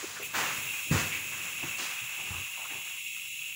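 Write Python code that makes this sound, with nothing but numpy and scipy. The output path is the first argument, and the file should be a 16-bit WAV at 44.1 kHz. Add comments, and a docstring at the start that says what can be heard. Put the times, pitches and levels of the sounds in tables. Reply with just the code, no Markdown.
"""Gas escaping from the valve of a steel cylinder, heard through one microphone in a dirt yard.
The valve is opened by hand; the jet hisses through the resonances of the outlet, with a ragged lower
rush that dies away. It surges a few times, once with a low thump. Softer bumps and gritty scuffs of
hands and shoes lie underneath. Ground and house wall scatter the hiss; faint noise comes from far off."""
import sys
import numpy as np
from scipy import signal
from scipy.fft import rfft, irfft, next_fast_len
from scipy.io import wavfile
from scipy.ndimage import map_coordinates

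SR = 44100
rng = np.random.default_rng(int(sys.argv[2]) if len(sys.argv) > 2 else 0)


def inscribe(sig):
    """Save sig as 16-bit PCM at rate SR to the path in sys.argv[1].

    A 1-D sig is mono; a 2-D sig holds one channel per row.
    Samples are clipped to [-1, 1] before scaling.
    """
    pcm = np.round(np.clip(np.atleast_2d(sig).T, -1, 1) * 32767)
    wavfile.write(sys.argv[1], SR, pcm.astype(np.int16))


N = 156555
TIME = np.arange(N) / SR


def from_db(db):
    """Decibels to gain."""
    return 10 ** (np.asarray(db) / 20)


def rms_one(x):
    """Scale to rms 1."""
    return x / np.sqrt(np.mean(x ** 2) + 1e-20)


def curve(rows):
    """Join (time_s, value) points by straight lines."""
    return np.interp(TIME, *np.transpose(rows))


def coloured(gain_at):
    """Noise of rms 1 whose spectrum is a function of frequency."""
    size = next_fast_len(N)
    hz = np.maximum(np.fft.rfftfreq(size, 1 / SR), 1)
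    return rms_one(irfft(rfft(rng.standard_normal(size)) * gain_at(hz), size)[:N])


def noise(points):
    """Noise of rms 1 with a spectrum of (freq_hz, relative_db) points."""
    at, db = np.transpose(points)
    return coloured(lambda hz: from_db(np.interp(np.log(hz), np.log(at), db)))


def flutter(rate_hz):
    """Slow random wander of rms 1."""
    return coloured(lambda hz: 1 / (1 + (hz / rate_hz) ** 2))


def envelope(start, attack, hold, fade_db_per_s):
    """Straight rise, hold, even fade in dB."""
    age = TIME - start
    return np.clip(age / attack, 0, 1) * from_db(-fade_db_per_s * np.maximum(age - attack - hold, 0))


def echoes(direct, level_db=-1, t60_s=0.24):
    """Ground and house wall scatter a short tail to the microphone, finely combing the sound."""
    tail = rng.standard_normal(N) * from_db(-60 * np.minimum(TIME / t60_s, 2))
    return direct + from_db(level_db) * signal.fftconvolve(direct, tail / np.linalg.norm(tail))[:N]


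def outlet_ring(modes, low_hz=1960):
    """Turbulence rings in the resonances of the outlet, which radiates little below low_hz."""
    def gain_at(hz):
        power = sum(from_db(db) ** 2 / (1 + ((hz - f) / width) ** 2) ** 2 for f, width, db in modes)
        return np.sqrt(power / (1 + (low_hz / hz) ** 20))
    return coloured(gain_at)


# Resonances of the outlet: pitch_hz, half_width_hz, relative_db
OUTLET_MODES = [(2190, 130, -9.5), (2475, 48, -4), (2672, 148, 0), (2890, 130, -10), (3330, 130, -11.5),
                (3810, 75, -16), (6600, 102, -10.5), (6836, 31, -11), (7114, 100, -12), (7380, 70, -10.5),
                (7585, 118, -17), (7771, 71, -15), (10217, 43, -17), (10766, 310, -21.5),
                (11060, 165, -18.5), (11520, 55, -19), (11739, 36, -18), (12089, 46, -19.5),
                (15694, 52, -16)]
# Tone of the lowest resonances as the valve opens: time_s, level_db
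TONE_LEVEL = [(0, -51.5), (.218, -51), (.226, -39.5), (.26, -38.5), (.285, -46), (.33, -46), (.37, -39.5),
              (.62, -39), (.68, -37), (.87, -38.5), (1.06, -38), (1.14, -40), (1.22, -40), (2.25, -38.5),
              (2.6, -40.5), (2.92, -39), (3.0, -40), (3.55, -41)]
# That tone creeping upwards: time_s, pitch_ratio
TONE_TUNING = [(0, 0.98), (1.2, 0.98), (2.3, 1.0), (3.55, 1.008)]
# Broad hiss of the jet, before its tilt: freq_hz, relative_db
HISS_SPECTRUM = [(1500, -30), (1900, -14), (2700, -2), (3130, -7), (3400, -3), (4000, -6), (4700, -14),
                 (5650, -4), (6050, -8), (7000, -4), (9200, -5.5), (10600, -1.5), (11900, -7), (13100, -10),
                 (15800, 2)]
# Hiss and upper resonances together: time_s, level_db
HISS_LEVEL = [(0, -43.5), (.21, -48), (.228, -44), (.26, -39), (.3, -45), (.6, -38.5), (1.05, -39.5),
              (1.6, -41), (3.55, -42.5)]

def jet(split_hz=5000, waver_share=0.006, tilt_db_per_octave=-2, whistle_db=-4):
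    """The outlet sounds a rough tone under a hiss with thin whistles; both flutter together."""
    tone = outlet_ring([mode for mode in OUTLET_MODES if mode[0] < split_hz])
    pitch_ratio = curve(TONE_TUNING) + waver_share * flutter(rate_hz=6.94)  # wavers with the flow
    tone = map_coordinates(tone, [np.cumsum(pitch_ratio)], order=3, mode="wrap")
    whistles = outlet_ring([mode for mode in OUTLET_MODES if mode[0] >= split_hz])
    broad = noise([(hz, db + tilt_db_per_octave * np.log2(hz)) for hz, db in HISS_SPECTRUM])
    hiss = rms_one(rms_one(echoes(broad)) + from_db(whistle_db) * whistles)
    unrest = flutter(rate_hz=16)
    tone_db = curve(TONE_LEVEL) + 0.6 * unrest
    hiss_db = curve(HISS_LEVEL) + 0.2 * unrest
    return from_db(tone_db) * tone + from_db(hiss_db) * hiss


# Ragged roar of gas, dying away: time_s, level_db
ROAR_LEVEL = [(0, -42), (.14, -52.5), (.22, -41.5), (.27, -55), (.32, -47), (.4, -41.5), (.6, -41.5),
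              (.72, -46), (.78, -41), (.87, -54.5), (1.0, -39), (1.13, -42.5), (1.27, -46), (1.44, -41),
              (1.58, -45.5), (1.68, -40), (1.76, -45.5), (1.86, -42.5), (2.0, -45), (2.25, -46.5),
              (2.6, -49.5), (2.75, -50), (2.85, -54), (2.93, -49.5), (3.07, -68), (3.25, -59.5),
              (3.37, -67), (3.43, -56), (3.55, -62)]
# Its colour: freq_hz, relative_db
ROAR_SPECTRUM = [(200, -32), (450, -12), (650, -11), (1050, -0.5), (2700, 1.5), (4500, -15), (6800, -3.5),
                 (9000, -17), (16000, -20.5)]
# Rumble under the roar: time_s, level_db
RUMBLE_LEVEL = [(0, -64), (.3, -55.5), (.42, -49.5), (.65, -49), (.82, -66), (.89, -49.5), (.98, -38),
                (1.12, -46), (1.25, -53), (1.44, -52), (1.52, -56.5), (1.69, -51), (1.95, -72), (2.15, -70),
                (2.2, -54.5), (2.42, -54), (2.52, -77), (2.76, -55.5), (3.0, -86), (3.55, -70)]
# Its colour: freq_hz, relative_db
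RUMBLE_SPECTRUM = [(30, -7), (60, -14), (95, 5.5), (170, 0.5), (230, -3), (400, -4), (600, -9.5),
                   (1200, -19.5)]

def rush():
    """A lower, unsteady roar of gas, partly echoed by the yard, with a rumble beneath it."""
    roar_db = curve(ROAR_LEVEL) + 1.75 * flutter(rate_hz=16)
    roar = rms_one(echoes(noise(ROAR_SPECTRUM)) + noise(ROAR_SPECTRUM))
    rumble_db = curve(RUMBLE_LEVEL) + 0.5 * flutter(rate_hz=36)
    return from_db(roar_db) * roar + from_db(rumble_db) * noise(RUMBLE_SPECTRUM)


# Surges at the valve: start_s, level_db, attack_s, hold_s, fade_db_per_s, treble_relative_db
SPURT_EVENTS = [(-.02, -47.5, 0.024, 0.16, 84, 5), (0.331, -30.5, 0.037, 0.034, 82, -3.5),
                (0.905, -32.7, 0.02, 0.066, 124, -1.5), (1.766, -42, 0.026, 0.057, 118, 5.5)]
# Their body: freq_hz, relative_db
BODY_SPECTRUM = [(60, -22), (200, -9.5), (700, -6.5), (1050, 0), (1800, -0.5), (2700, -4), (8000, -37)]
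# Their treble: freq_hz, relative_db
TREBLE_SPECTRUM = [(1500, -25), (2800, 4), (5500, 1.5), (7000, 6.5), (8500, -3.5), (11000, -7),
                   (13000, -20), (15500, 1.5)]

def spurts():
    """Short surges of gas that open fast and fade."""
    body, treble = noise(BODY_SPECTRUM), noise(TREBLE_SPECTRUM)
    return sum(from_db(db) * envelope(start, attack, hold, fade) * (body + from_db(treble_db) * treble)
               for start, db, attack, hold, fade, treble_db in SPURT_EVENTS)


# Outdoor noise, far from the microphone: freq_hz, relative_db
YARD_SPECTRUM = [(20, -37), (60, 2), (140, 4), (250, -6), (600, -40), (2000, -16)]

def yard(level_db=-64):
    """Distant noise reaches the yard as a faint, steady bed."""
    return from_db(level_db) * noise(YARD_SPECTRUM)


# Hands on the cylinder, shoes on the dirt: start_s, level_db, slide_s, t60_s, centre_hz
SCUFF_EVENTS = [(0.026, -44.5, 0.015, 0.07, 396), (0.156, -42, 0.01, 0.15, 1570),
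                (.19, -46.5, 0.02, 0.16, 427), (0.34, -33, 0.0086, .058, 1340),
                (1.115, -36, 0.014, 0.59, 2270), (1.625, -46, 0.01, 0.19, 316),
                (1.627, -42.5, 0.004, 0.1, 840), (1.791, -50, 0.021, 0.11, 300),
                (2.168, -53, 0.033, 0.44, 860), (2.3, -50, .035, 0.38, 1030), (2.568, -49, .02, .38, 860),
                (2.643, -44.5, 0.0099, 0.072, 1120), (2.692, -45, .008, 0.33, 1850),
                (2.692, -51.5, 0.046, 0.48, 890), (2.695, -57.5, 0.039, 0.35, 353),
                (3.163, -59, 0.013, 0.085, 1320)]

def scuffs(grains_per_s=2200, spread_db=2, edge_ratio=1.28, rise_share=0.41):
    """A sliding sole or hand sends dense, uneven grains through one broad resonance per scuff."""
    out = np.zeros(N)
    grit = (rng.random(N) < grains_per_s / SR) * rng.choice([-1, 1], N)
    grit = grit * from_db(spread_db * np.minimum(rng.exponential(1, N), 4))
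    for start, db, slide, t60, hz in SCUFF_EVENTS:
        band = signal.butter(1, [hz / edge_ratio, hz * edge_ratio], "band", fs=SR, output="sos")
        scrape = rms_one(signal.sosfilt(band, signal.sosfilt(band, grit)))
        out += from_db(db) * envelope(start, rise_share * slide, slide, 60 / t60) * scrape
    return out


# Airy top of the jet: time_s, level_db
AIR_LEVEL = [(.215, -70), (.228, -43), (.265, -43), (.3, -55), (.325, -55), (.342, -43.5), (.8, -44.5),
             (1.4, -48.5), (3.55, -51)]
# Its colour: freq_hz, relative_db
AIR_SPECTRUM = [(9500, -11), (11000, 1), (13200, -7), (14200, -8), (14800, 14), (15800, 1)]

def jet_air():
    """A thin sizzle at the very top of the jet snaps on with the valve and scatters round the yard."""
    return from_db(curve(AIR_LEVEL)) * rms_one(echoes(noise(AIR_SPECTRUM)))


# A low thump and softer bumps: start_s, level_db, pitch_hz, t60_s, tail_relative_db
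THUMP_EVENTS = [(0.9108, -14, 175, 0.039, -11), (0.9226, -26.5, 126, 0.16, -0.5),
                (.937, -26.5, 104.8, 0.4, -2.5), (1.626, -44.5, 168, 0.27, -1),
                (2.015, -47.5, 127.6, 0.25, -11.5), (2.305, -33, 101, 0.12, -14),
                (2.342, -39, 94, 0.15, -15), (2.378, -45, 99, .22, -10), (2.744, -48.5, 116, 0.093, -4)]
# What each rings with: pitch_ratio, relative_db, t60_share
THUMP_RING = [(.95, 0, 1), (1.25, -5, .6), (1.6, -8, .45), (2.2, -14, .3)]
# Their rumbling tail: freq_hz, relative_db
TAIL_SPECTRUM = [(20, -45), (38, -2), (52, -15), (90, 7), (250, -4.5), (550, -16.5), (1200, -58)]

def thumps(attack_s=0.0047, tail_attack_s=0.0095):
    """Each thump is a few damped low modes with a rumbling tail."""
    out, rumble = np.zeros(N), noise(TAIL_SPECTRUM)
    for start, db, hz, t60, tail_db in THUMP_EVENTS:
        thump = from_db(tail_db) * rumble * envelope(start, tail_attack_s, 0, 60 / t60)
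        for ratio, mode_db, share in THUMP_RING:
            mode = np.sin(2 * np.pi * hz * ratio * (TIME - start))
            thump += from_db(mode_db) * envelope(start, attack_s, 0, 60 / (t60 * share)) * mode
        out += from_db(db) * thump
    return out


def scene():
    """Gas, scuffs and thumps over the quiet yard, in mono."""
    return (jet() + rush() + spurts() + yard() + scuffs() + jet_air() + thumps())[None]


def record(dry, low_hz=55.3, top_hz=15750):
    """The microphone thins the deep bass; the top is cut steeply."""
    thinned = signal.sosfilt(signal.butter(2, low_hz, "high", fs=SR, output="sos"), dry)
    return signal.sosfilt(signal.ellip(14, .1, 80, top_hz, fs=SR, output="sos"), thinned)


dry = scene()
out = record(dry)
inscribe(out)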